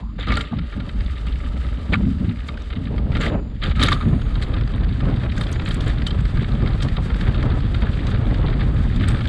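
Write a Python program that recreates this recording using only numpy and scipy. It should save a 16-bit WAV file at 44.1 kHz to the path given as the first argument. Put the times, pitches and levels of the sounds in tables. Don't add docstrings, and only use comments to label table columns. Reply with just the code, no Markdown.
import sys
import numpy as np
from scipy import signal
from scipy.fft import rfft, irfft
from scipy.io import wavfile
from scipy.ndimage import uniform_filter1d

SR = 44100
rng = np.random.default_rng(int(sys.argv[2]) if len(sys.argv) > 2 else 0)


def wav_out(sig):
    wavfile.write(sys.argv[1], SR, np.round(np.clip(np.atleast_2d(sig).T, -1, 1) * 32767).astype(np.int16))


def amplitude_ratio(level_db):
    exponent = np.asarray(level_db, float) / 20
    return 10 ** exponent


N = 409248

THUMP_HZ, RUSH_HZ, BODY_HZ, UPPER_HZ, BRIGHT_HZ = 90, 350, 1160, 2600, 4950

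# t/s, level/dB
WIND = [(0, -27.5), (.18, -27), (.33, -17.5), (.48, -32.5), (.6, -22), (.69, -28.5), (.91, -30),
        (.96, -18.5), (1.1, -21), (1.18, -25), (1.3, -22), (2.14, -22), (2.6, -28.5), (3.15, -18),
        (3.56, -27.5), (3.68, -19), (4.3, -20.5), (9.28, -17.5)]
# f/Hz, density/dB
RUMBLE_SLOW = [(12, -36.5), (20, -11.5), (59, 8.5), (91, -6.5), (227, -7), (310, -16), (363, -29.5),
               (425, -25), (506, -31.5), (592, -25.5), (658, -35.5), (983, -35), (1150, -36.5),
               (1300, -48.5), (1690, -89), (2860, -120)]
# f/Hz, density/dB
RUMBLE_FAST = [(12, -25), (20, -3.5), (49, 9), (81, -1), (113, -2.5), (157, -9), (215, -14.5), (256, -18.5),
               (472, -30.5), (756, -34), (933, -38.5), (1300, -27.5), (1690, -71), (2860, -120)]


def rumble():
    wind_db, = in_time(WIND)
    fast = ride_speed()
    bump, bump_rush = wheel_load()
    skid, _ = skids()
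    thump_db = wind_db - 13.5 * (1 - fast) - 3 * fast
    thump = np.hypot(bump, amplitude_ratio(thump_db))
    rolling = amplitude_ratio(tread_load() + 4.5 * fast)
    rush = np.sqrt(rolling ** 2 + bump_rush ** 2 + (amplitude_ratio(-8.5) * skid) ** 2)

    white = rng.standard_normal(N)
    slow_air, fast_air = colour(white, RUMBLE_SLOW), colour(white, RUMBLE_FAST)
    parts = []
    for low_hz, high_hz in [(15, THUMP_HZ), (THUMP_HZ, RUSH_HZ), (RUSH_HZ, BODY_HZ)]:
        slow = rms_one(soft_band(slow_air, low_hz, high_hz, order=3))
        quick = rms_one(soft_band(fast_air, low_hz, high_hz, order=3))
        parts.append((1 - fast) * slow + fast * quick)
    deep, middle, high = parts
    roar = band(resonance(white, 1280, 900), 698, 2970, order=4)
    high = high + amplitude_ratio(-11.5) * fast * rms_one(roar)
    deep = rms_one(deep / np.sqrt(uniform_filter1d(deep ** 2, size=3000) + 3.7))
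    middle = rms_one(middle / np.sqrt(uniform_filter1d(middle ** 2, size=2500) + 3.6))

    gust = drift(24)
    deep_gain = amplitude_ratio(wind_db + 0.3)
    middle_gain = thump * amplitude_ratio(2.0 + 2.55 * gust)
    high_gain = rush * amplitude_ratio(0.5 + 1.48 * gust + 2.0 * drift(25))
    return deep_gain * deep + middle_gain * middle + high_gain * high


# t/s, share/1
SPEED = [
    (0, 0.15),
    (2.6, 0.13),
    (3.2, 0.47),
    (4.6, 0.85),
    (9.28, 0.83),
]


def ride_speed():
    return in_time(SPEED)[0]


# t/s, hold/s, thump level/dB, rush share/dB
BUMPS = [(0, 0.11, -35, -34), (.26, 0.14, -25.5, -10), (.51, 0.085, -24.5, -38), (.74, 0.086, -32, -31),
         (1.89, 0.17, -21.5, -20), (2.02, 0.05, -18.5, -35), (2.15, 0.13, -19, -25),
         (2.35, 0.14, -33.5, -35), (2.75, 0.14, -26, -16.5), (2.9, 0.21, -24, -9),
         (3.14, 0.049, -19.5, -11.5), (3.22, 0.12, -22.5, -6), (3.31, 0.021, -27.5, 1.5),
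         (3.4, 0.089, -30, -12.5), (3.76, 0.16, -21, -13.5), (4.02, 0.12, -20, -16),
         (4.4, 0.12, -33.5, -2.5), (4.9, 0.13, -26, -21), (5.02, 0.068, -20.5, -9.5), (5.75, 0.1, -34, -11),
         (6.35, 0.086, -24.5, -33), (6.62, 0.084, -22.5, -16), (6.84, 0.051, -24.5, -12),
         (7.255, .035, -22, -9.5), (8.42, 0.049, -26, -6), (8.55, 0.058, -22.5, -13),
         (7.4, 0.15, -29, -7.5), (7.8, 0.035, -21.5, -13), (7.95, 0.36, -26, -8.5), (8.3, 0.45, -28, -6.5),
         (8.95, 0.19, -20.5, -26)]


def wheel_load():
    return held(BUMPS, attack_s=0.011, fade_db_per_s=249)


# t/s, peak level/dB, f/Hz
THUDS = [(0.525, -15, 227), (2.029, -32, 170), (2.545, -21.5, 213), (5.051, -36, 151), (6.364, -21, 159),
         (6.847, -15, 150), (6.976, -10, 154), (7.435, -11, 275), (7.827, -9.5, 216)]


def thuds():
    t, out = np.arange(SR // 10) / SR, np.zeros(N)
    noise = rng.standard_normal((len(THUDS), len(t)))
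    for (s, db, hz), n in zip(THUDS, noise):
        puff = rms_one(resonance(n, hz * 1.6, 640)) * amplitude_ratio(-5.0 - 60 * t / 0.08)
        cycles = np.sin(2 * np.pi * hz * t) * amplitude_ratio(-60 * t / 0.14)
        add(out, s, amplitude_ratio(db - 5.0) * (cycles + puff) * np.minimum(t / 0.0043, 1))
    return signal.sosfilt(signal.butter(4, 1300, fs=SR, output="sos"), out)


# f/Hz, density/dB
CRACKLE_SLOW = [(590, -36), (1000, 0.5), (1230, 1), (1490, -6.5), (2170, -6.5), (2410, -11.5), (3080, -7.5),
                (3320, -13.5), (3730, -9), (4680, -24), (6080, -41), (10300, -120)]
# f/Hz, density/dB
CRACKLE_FAST = [(590, -33), (1000, -8.5), (1220, 1.5), (1480, 0), (1650, 2), (2850, -7), (3180, -3.5),
                (3780, -4), (4110, -9.5), (4680, -14.5), (6080, -37), (10300, -120)]
# t/s, level/dB
DRYNESS = [(0, 0.1), (.45, -1.5), (.62, -5), (1.0, 1.7), (2.2, 2), (3.9, -3), (5.2, 0.5), (7.2, -0.5),
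           (9.28, 0.7)]


def leaves():
    tread_db, fast = tread_load(), ride_speed()
    skid, bright = skids()
    crackle_level = np.hypot(skid, amplitude_ratio(tread_db))
    rustle_db = tread_db - 19.5 + (1 - fast) + in_time(DRYNESS)[0]
    rustle_level = np.hypot(bright, amplitude_ratio(rustle_db))

    sparse = np.clip((-24 - 20 * np.log10(crackle_level)) / 16, .25, 1)
    jolt_db = (0.7 * drift(9.2) + 1.96 * drift(23)) * sparse
    snaps = grains(per_s=2500, spread_db=4.5, smooth_db=4.5) * amplitude_ratio(jolt_db)
    breaks = amplitude_ratio(-6 + 4 * drift(6)) * sparse * twigs(per_s=260, spread_db=4)
    bed = rms_one(housing(snaps, direct_db=15.0)) + breaks
    slow = rms_one(band(colour(bed, CRACKLE_SLOW), BODY_HZ, BRIGHT_HZ))
    quick = rms_one(band(colour(bed, CRACKLE_FAST), BODY_HZ, BRIGHT_HZ))
    crackle = rms_one((1 - fast) * slow + fast * quick)

    pricks = amplitude_ratio(-11) * grains(per_s=45, spread_db=0, smooth_db=-37)
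    rustle = rms_one(bright_colour(rms_one(snaps) * amplitude_ratio(1.6 * drift(24)) + pricks))
    return crackle_level * crackle + rustle_level * rustle


# t/s, level/dB
TREAD = [(0, -43.5), (.07, -60), (.45, -44), (.6, -45), (1.8, -42.5), (2.35, -44), (2.8, -45),
         (3.05, -47.5), (3.36, -55), (3.6, -51.5), (4.05, -44), (5.0, -42.5), (5.6, -39.5), (6.0, -41),
         (6.8, -40), (7.7, -39.5), (8.65, -42), (9.28, -37)]


def tread_load():
    return in_time(TREAD)[0]


# t/s, hold/s, level/dB, bright share/dB
SKIDS = [(.18, 0.049, -30.5, -31), (.265, 0.094, -27.5, -28.5), (.335, 0.081, -37, -17),
         (1.918, 0.012, -24, -37), (2.46, 0.019, -49, -8), (3.1, 0.14, -39, -20), (3.2, 0.057, -22.5, -24),
         (3.28, 0.048, -41.5, -20), (3.615, 0.047, -27, -31), (3.66, 0.036, -31, -26),
         (3.75, 0.048, -33, -20.5), (3.79, 0.017, -22.5, -22), (3.81, 0.038, -19, -21),
         (3.86, 0.059, -26.5, -22.5), (3.912, 0.01, -22.5, -18), (3.95, 0.071, -43, -28),
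         (4.41, 0.015, -40, -13), (5.36, 0.072, -35, -16), (5.5, 0.028, -45.5, -19),
         (5.65, 0.085, -37.5, -16.5), (5.8, 0.032, -37, -19), (5.86, 0.034, -27.5, -24),
         (6.06, 0.0088, -39, -8), (6.815, 0.0067, -29.5, -12), (7.0, 0.057, -46, -9),
         (7.15, 0.071, -38.5, -20), (8.06, 0.025, -40, -13), (8.59, .03, -33, -29), (8.99, 0.018, -38, -25),
         (9.07, 0.028, -38, -10)]


def skids():
    return held(SKIDS, attack_s=0.0089, fade_db_per_s=598)


def twigs(per_s, spread_db):
    sizes = amplitude_ratio(spread_db * np.minimum(rng.exponential(1, N), 3)) * (rng.random(N) < per_s / SR)
    dealt = rng.integers(0, 8, N)
    noise, burst = rng.standard_normal(N), swell(0.011, 0.44)
    out = np.zeros(N)
    for k, hz in enumerate(np.geomspace(1250, 4200, 8)):
        envelope = signal.oaconvolve(sizes * (dealt == k), burst)[:N]
        out += resonance(noise * envelope + 1e-18, hz, hz * 0.47)
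    return rms_one(out)


# t/s, peak level/dB, f/Hz
SNAPS = [(0.4083, -21, 1430), (0.5217, -33, 1410), (0.5751, -34, 1690), (0.7268, -41, 3800),
         (1.006, -25.5, 1920), (1.0615, -25, 3500), (1.3224, -27, 3270), (1.357, -29, 2100),
         (1.6668, -28.5, 1400), (2.106, -42, 1870), (2.1839, -32, 1720), (2.4037, -33, 2030),
         (2.5411, -31, 2160), (2.573, -23, 1690), (2.7666, -34, 2710), (2.962, -32, 1680),
         (3.1193, -27, 2230), (4.1305, -44, 1400), (4.217, -22, 1390), (4.342, -31, 3680),
         (4.435, -20.5, 3820), (4.567, -30, 1750), (4.6103, -20.5, 1580), (4.6753, -20, 1400),
         (4.7587, -36, 2000), (4.843, -27, 1680), (5.0994, -28, 1400), (5.1706, -29, 1640),
         (5.3203, -21.5, 2230), (5.3775, -17, 1540), (5.436, -21, 3650), (5.467, -20, 3180),
         (5.6208, -23.5, 1630), (5.678, -22, 2210), (5.8059, -19.5, 3180), (5.8371, -28, 1580),
         (6.02, -20.5, 1770), (6.11, -36, 3650), (6.187, -24, 1400), (6.253, -21.5, 1600),
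         (6.518, -25, 3750), (6.6218, -26, 1600), (6.66, -23, 2100), (6.885, -18.5, 1620),
         (7.0474, -32, 1700), (7.1442, -22, 1730), (7.2105, -18, 1590), (7.2767, -32, 1670),
         (7.6051, -22.5, 1410), (7.9384, -25, 1420), (8.0371, -33, 2200), (8.1469, -29, 1420),
         (8.31, -27, 1850), (8.343, -20.5, 1570), (8.9613, -23, 3410), (9.035, -41, 1900),
         (9.158, -26, 1650), (9.207, -22, 1700), (9.2549, -18.5, 1720)]


def stem_snaps():
    return cracks(SNAPS, length=0.012, width_hz=480, wide_db=-5.0, ring_db=-6)


# t/s, peak level/dB, upper share/dB
KNOCKS = [(0.188, -32, -18), (0.2724, -33, -6), (0.2834, -23, -3), (0.304, -12.5, -18),
          (0.32, -10.5, -13.5), (0.3703, -8.5, -12), (0.407, -18.5, -6), (0.587, -21.5, -10),
          (0.724, -25, -15), (0.801, -24.5, -10.5), (0.891, -22, -13), (1.267, -26, -9.5), (1.935, -7, -19),
          (1.943, -14, -23), (2.4856, -18.5, -11.5), (2.703, -24, -13.5), (2.9798, -22, -12),
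          (3.151, -18, -13), (3.1678, -17, -12.5), (3.202, -22, -23), (3.6347, -16, -3.5),
          (3.712, -15.5, -15), (3.795, -15, -9), (3.814, -18, -2), (3.827, -8.5, -11.5), (3.863, -22, -6),
          (3.884, -7.5, -14), (3.9215, -9.5, -11.5), (4.009, -23, -10)]
# t/s, peak level/dB, upper share/dB
SLAPS = [(4.355, -23, -6.5), (4.423, -20.5, -3), (4.539, -20.5, -7), (4.827, -38, -16), (5.005, -20.5, -12),
         (5.235, -17.5, -16.5), (5.4108, -14.5, -7.5), (5.558, -17.5, -14), (5.5967, -18, -14),
         (5.7093, -18, -6), (6.0666, -19, 0.5), (6.1076, -25.5, 0), (6.372, -21, -11.5), (6.43, -23, -13),
         (6.673, -19.5, -10), (6.805, -22, -9), (6.824, -21.5, -1.5), (6.9671, -20.5, -7),
         (7.101, -19, -12), (7.21, -21, -10.5), (7.262, -31, -18), (7.344, -20, -15), (7.427, -18.5, -9.5),
         (7.745, -18, -7.5), (7.821, -14.5, -13), (8.069, -20.5, -10), (8.608, -21.5, -8), (8.998, -27, -4),
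         (9.085, -18.5, -10), (9.21, -21, -13)]


def knocks():
    low, upper = np.zeros((2, N))
    for rows, length in [(KNOCKS, 0.016), (SLAPS, 0.012)]:
        for s, db, upper_db in rows:
            add(low, s - .0025, amplitude_ratio(db - 13.0) * swell(length, 0.57))
            add(upper, s - .0025, amplitude_ratio(db + upper_db - 6.5) * swell(length * 1.14, 0.46))
    clatter = grains(per_s=5000, spread_db=1.5, smooth_db=1.5)

    def body(shape, low_hz, high_hz):
        driven, steady = [band(housing(x * clatter, direct_db=-30), low_hz, high_hz, order=6)
                          for x in (shape, 0.75)]
        return driven / np.std(steady)

    dull = band(low * clatter, 490, BODY_HZ, order=2) * amplitude_ratio(5.0)
    edge = amplitude_ratio(-18.5) * bright_colour(upper * clatter)
    return dull + edge + body(low, BODY_HZ, UPPER_HZ) + body(upper, UPPER_HZ, BRIGHT_HZ)


# f/Hz, width/Hz, level/dB
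HOUSING = [(1217, 42, -5.5), (1400, 38, -4.5), (1750, 360, -11.5), (2210, 190, -12.5), (3180, 200, 2),
           (3650, 155, 2.5), (4650, 200, -36.5)]


def housing(x, direct_db):
    return amplitude_ratio(direct_db) * x + sum(amplitude_ratio(db) * resonance(x, hz, width) for hz, width, db in HOUSING)


# t/s, peak level/dB, f/Hz
WHIPS = [(3.626, -23, 3740), (3.638, -14, 3630), (3.661, -17, 3530), (3.697, -25, 3820), (3.712, -24, 3250),
         (3.815, -18, 3750), (3.827, -8, 3720), (3.8345, -1, 3700), (3.8455, -14, 3280),
         (3.8627, -11, 3660), (3.872, -14, 3700), (3.9106, -17.5, 3580), (3.9291, -7.5, 3620),
         (3.9455, -27, 3800), (3.264, -12, 1900), (3.151, -23, 2000), (3.169, -21, 2180),
         (1.933, -11, 2540), (1.9405, -3.5, 2120), (1.956, -16, 1600), (.1983, -26, 3570),
         (.2093, -19, 3700), (.2707, -23, 3810), (.3405, -19, 3800), (.355, -19, 4300), (3.208, -17, 2020),
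         (7.3455, -26, 3470), (9.274, -19, 3500), (9.218, -23, 3300)]


def chain_whips():
    return cracks(WHIPS, length=0.0057, width_hz=420, wide_db=-14, ring_db=-3.5)


# t/s, peak level/dB, f/Hz
TICKS = [(0.321, -35, 5670), (0.3706, -29.5, 7400), (0.412, -35, 7260), (1.9275, -44, 7400),
         (2.6201, -44, 5700), (.804, -52, 5550), (.915, -51, 7600), (1.045, -48, 7000), (1.268, -44, 7500),
         (1.385, -50, 4900), (2.479, -45, 7020), (3.1682, -43, 5530), (3.648, -49, 9000),
         (4.485, -50, 9200), (4.76, -47, 8000), (4.975, -55, 7600), (5.1626, -53, 8000), (5.845, -45, 7010),
         (5.861, -43, 7550), (7.048, -43, 8330), (7.429, -42, 5270), (8.104, -45, 6890),
         (8.7425, -46, 7550), (8.963, -44, 6930), (3.213, -33, 6500), (3.638, -45, 6850),
         (3.828, -21, 5440), (3.836, -23, 6770), (3.8358, -20.5, 9900), (3.888, -39, 9600),
         (3.8855, -28, 6700), (3.918, -36, 7260), (4.425, -35, 7800), (5.3657, -47, 8070),
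         (5.3808, -36, 6420), (5.412, -34, 8600), (5.516, -33.5, 8600), (5.527, -28, 6200),
         (5.6533, -41.5, 7200), (5.688, -31.5, 7900), (5.744, -28.5, 7760), (5.8086, -37, 5500),
         (5.8792, -34, 7190), (6.071, -33, 5500), (6.07, -31, 7800), (6.2063, -41, 6830),
         (6.8297, -30, 5370), (8.0692, -39, 5820), (9.0824, -33, 8200), (9.085, -23, 8130),
         (1.9335, -46, 7360), (1.9394, -48, 7300), (1.9505, -50, 7300), (9.275, -43, 7000),
         (3.864, -36, 7500)]


def ticks():
    wide, out = np.zeros((2, N))
    burst = np.zeros(800)
    add(burst, 0, swell(0.012, 0.34))
    for s, db, hz in TICKS:
        hit = burst * rng.standard_normal(800)
        add(wide, s - .001, amplitude_ratio(db - 2.5) * hit)
        add(out, s - .001, amplitude_ratio(db + 5.0) * resonance(hit, hz, 700))
    return bright_colour(wide) + out


# t/s, f/Hz, level/dB, T60/s
METAL = [(0, 7100, -73, 1.3), (.19, 7100, -61, .3), (.272, 1216, -28, .59), (.41, 7440, -55, .23),
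         (.78, 1260, -43, .6), (1.5, 1320, -51.5, 6), (3.25, 7200, -66, 1.6), (3.25, 6850, -66, 1.4),
         (3.27, 4770, -63, .8), (3.2, 7300, -48, .25), (3.64, 6950, -59, .4), (3.765, 1258, -32, .2),
         (3.81, 1258, -22, .2), (3.87, 1240, -24, .15), (3.81, 13900, -66, .25), (3.82, 10250, -49, .15),
         (3.84, 6300, -54, .35), (3.84, 6700, -62, 2.4), (3.84, 6870, -67, 3.3), (3.84, 7400, -68, 1.7),
         (3.84, 8330, -64, 2.6), (3.84, 9420, -67, 3.8), (3.84, 10250, -69, 2.6), (3.84, 11900, -82, 3),
         (3.917, 1190, -19, .14), (3.92, 9450, -60, .2), (3.962, 1230, -30, .12), (4.003, 1210, -24, .12),
         (4.2, 8350, -69, .6), (4.21, 6700, -67, .9), (4.25, 1250, -43, .6), (4.45, 7450, -72, 1.5),
         (5.53, 6900, -63, 1.2), (6.069, 3050, -27, .075), (6.06, 7800, -62, .5), (6.2, 7770, -63, 1.2),
         (9.085, 8480, -54, .5), (9.085, 7950, -58, .35)]


def metal():
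    t, out = np.arange(SR) / SR, np.zeros(N)
    ends = np.clip(np.minimum(t / 0.0023, 5 - 5 * t), 0, 1)
    for s, hz, db, t60 in METAL:
        width = 100 + 0.017 * hz
        noise = rng.standard_normal(SR + 4000)
        line = rms_one(resonance(resonance(noise, hz, width), hz, width)[4000:])
        add(out, s, amplitude_ratio(db - 60 * t / t60) * ends * line)
    return out


# t/s, f/Hz, level/dB
SIGH = [
    (0, 790, -44),
    (.06, 1060, -49),
    (.12, 1180, -51),
    (.16, 1250, -81),
]


def damper():
    hz, db = in_time(SIGH)
    flutter = rng.standard_normal(N)
    for _ in range(2):
        flutter = signal.lfilter([1], [1, -.975], flutter)
    whistle = rms_one(flutter * np.sin(2 * np.pi * np.cumsum(hz) / SR))
    return amplitude_ratio(db) * whistle * (np.arange(N) < SR // 4)


def forest():
    return amplitude_ratio(-63) * rms_one(band(rng.standard_normal(N), BODY_HZ, BRIGHT_HZ))


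# f/Hz, density/dB
RUSTLE_COLOUR = [(3500, -19.5), (4800, 4), (5200, -2.5), (5900, -7.5), (6800, -6.5), (7800, -3.5),
                 (8800, -9), (9700, -14.5), (10400, -12), (11200, -20), (12500, -30.5), (14000, -32),
                 (14800, -39.5), (16000, -55.5)]


def bright_colour(x):
    return colour(x, RUSTLE_COLOUR)


def cracks(rows, length, width_hz, wide_db, ring_db):
    wide, out, burst = np.zeros(N), np.zeros(N), np.zeros(700)
    add(burst, 0, swell(length, 0.38))
    for s, db, hz in rows:
        hit = burst * rng.standard_normal(700)
        add(wide, s - .001, amplitude_ratio(db + wide_db) * hit)
        ring = resonance(resonance(hit, hz, width_hz), hz, 2 * width_hz)
        add(out, s - .001, amplitude_ratio(db + ring_db) * ring / np.abs(ring).max())
    spill = amplitude_ratio(-26.0) * soft_band(wide, BRIGHT_HZ, 8200, order=4)
    return band(resonance(wide, 1800, 2700), 1000, BRIGHT_HZ, order=4) + spill + out


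def grains(per_s, spread_db, smooth_db):
    sizes = amplitude_ratio(spread_db * np.minimum(rng.exponential(1, N), 4)) * rng.choice([-1, 1], N)
    snaps = rms_one(sizes * (rng.random(N) < per_s / SR))
    return snaps + amplitude_ratio(smooth_db) * rng.standard_normal(N)


def held(rows, attack_s, fade_db_per_s):
    out, t = np.zeros((2, N)), np.arange(SR) / SR
    for s, hold_s, db, share_db in rows:
        fade_db = fade_db_per_s * np.maximum(t - attack_s - hold_s, 0)
        shape = np.minimum(t / attack_s, 1) * amplitude_ratio(db - fade_db)
        add(out[0], s, shape ** 2)
        add(out[1], s, (amplitude_ratio(share_db) * shape) ** 2)
    return np.sqrt(out)


def swell(length, lean):
    t = np.arange(round(np.clip(length, .004, .12) * SR))
    return np.sin(np.pi * (t / len(t)) ** lean) ** 2


def drift(rate_hz):
    r = np.exp(-2 * np.pi * rate_hz * 8 / SR)
    slow = signal.lfilter([1], [1, -2 * r, r * r], rng.standard_normal(N // 8 + 4002))[4000:]
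    return np.interp(np.arange(N) / 8, np.arange(len(slow)), rms_one(slow))


def resonance(x, hz, width):
    r = np.exp(-np.pi * width / SR)
    poles = [1, -2 * r * np.cos(2 * np.pi * hz / SR), r * r]
    return signal.lfilter([(1 - r * r) / 2, 0, (r * r - 1) / 2], poles, x)


def colour(x, points):
    hz, db = np.transpose(points)
    grid = np.linspace(1, SR / 2, 4097)
    cepstrum = irfft(np.log(amplitude_ratio(np.interp(np.log(grid), np.log(hz), db))))
    cepstrum[1:4096] *= 2
    cepstrum[4097:] = 0
    return signal.fftconvolve(x, irfft(np.exp(rfft(cepstrum))))[:N]


def band(x, low_hz, high_hz, order=7):
    sos = signal.ellip(order, 1, 70, [low_hz, high_hz], "band", fs=SR, output="sos")
    return signal.sosfilt(sos, x)


def soft_band(x, low_hz, high_hz, order):
    return signal.sosfilt(signal.butter(order, [low_hz, high_hz], "band", fs=SR, output="sos"), x)


def rms_one(x):
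    return x / np.sqrt(np.mean(x ** 2) + 1e-20)


def in_time(rows):
    s, *columns = np.transpose(rows)
    return [np.interp(np.arange(N) / SR, s, c) for c in columns]


def add(track, s, shape):
    i = round(s * SR)
    track[i:i + len(shape)] += shape[:N - i]


def scene():
    ground = rumble() + thuds() + leaves() + stem_snaps()
    bike = knocks() + chain_whips() + ticks() + metal() + damper()
    return (ground + bike + forest())[None]


def band_limit(x):
    return signal.sosfilt(signal.butter(12, 15400, fs=SR, output="sos"), x)


def record(dry):
    rounded = 1.012 * np.tanh(dry / 1.182)
    mix = signal.sosfilt(signal.butter(4, 13800, fs=SR, output="sos"), rounded)
    return band_limit(mix)


dry = scene()
out = record(dry)
wav_out(out)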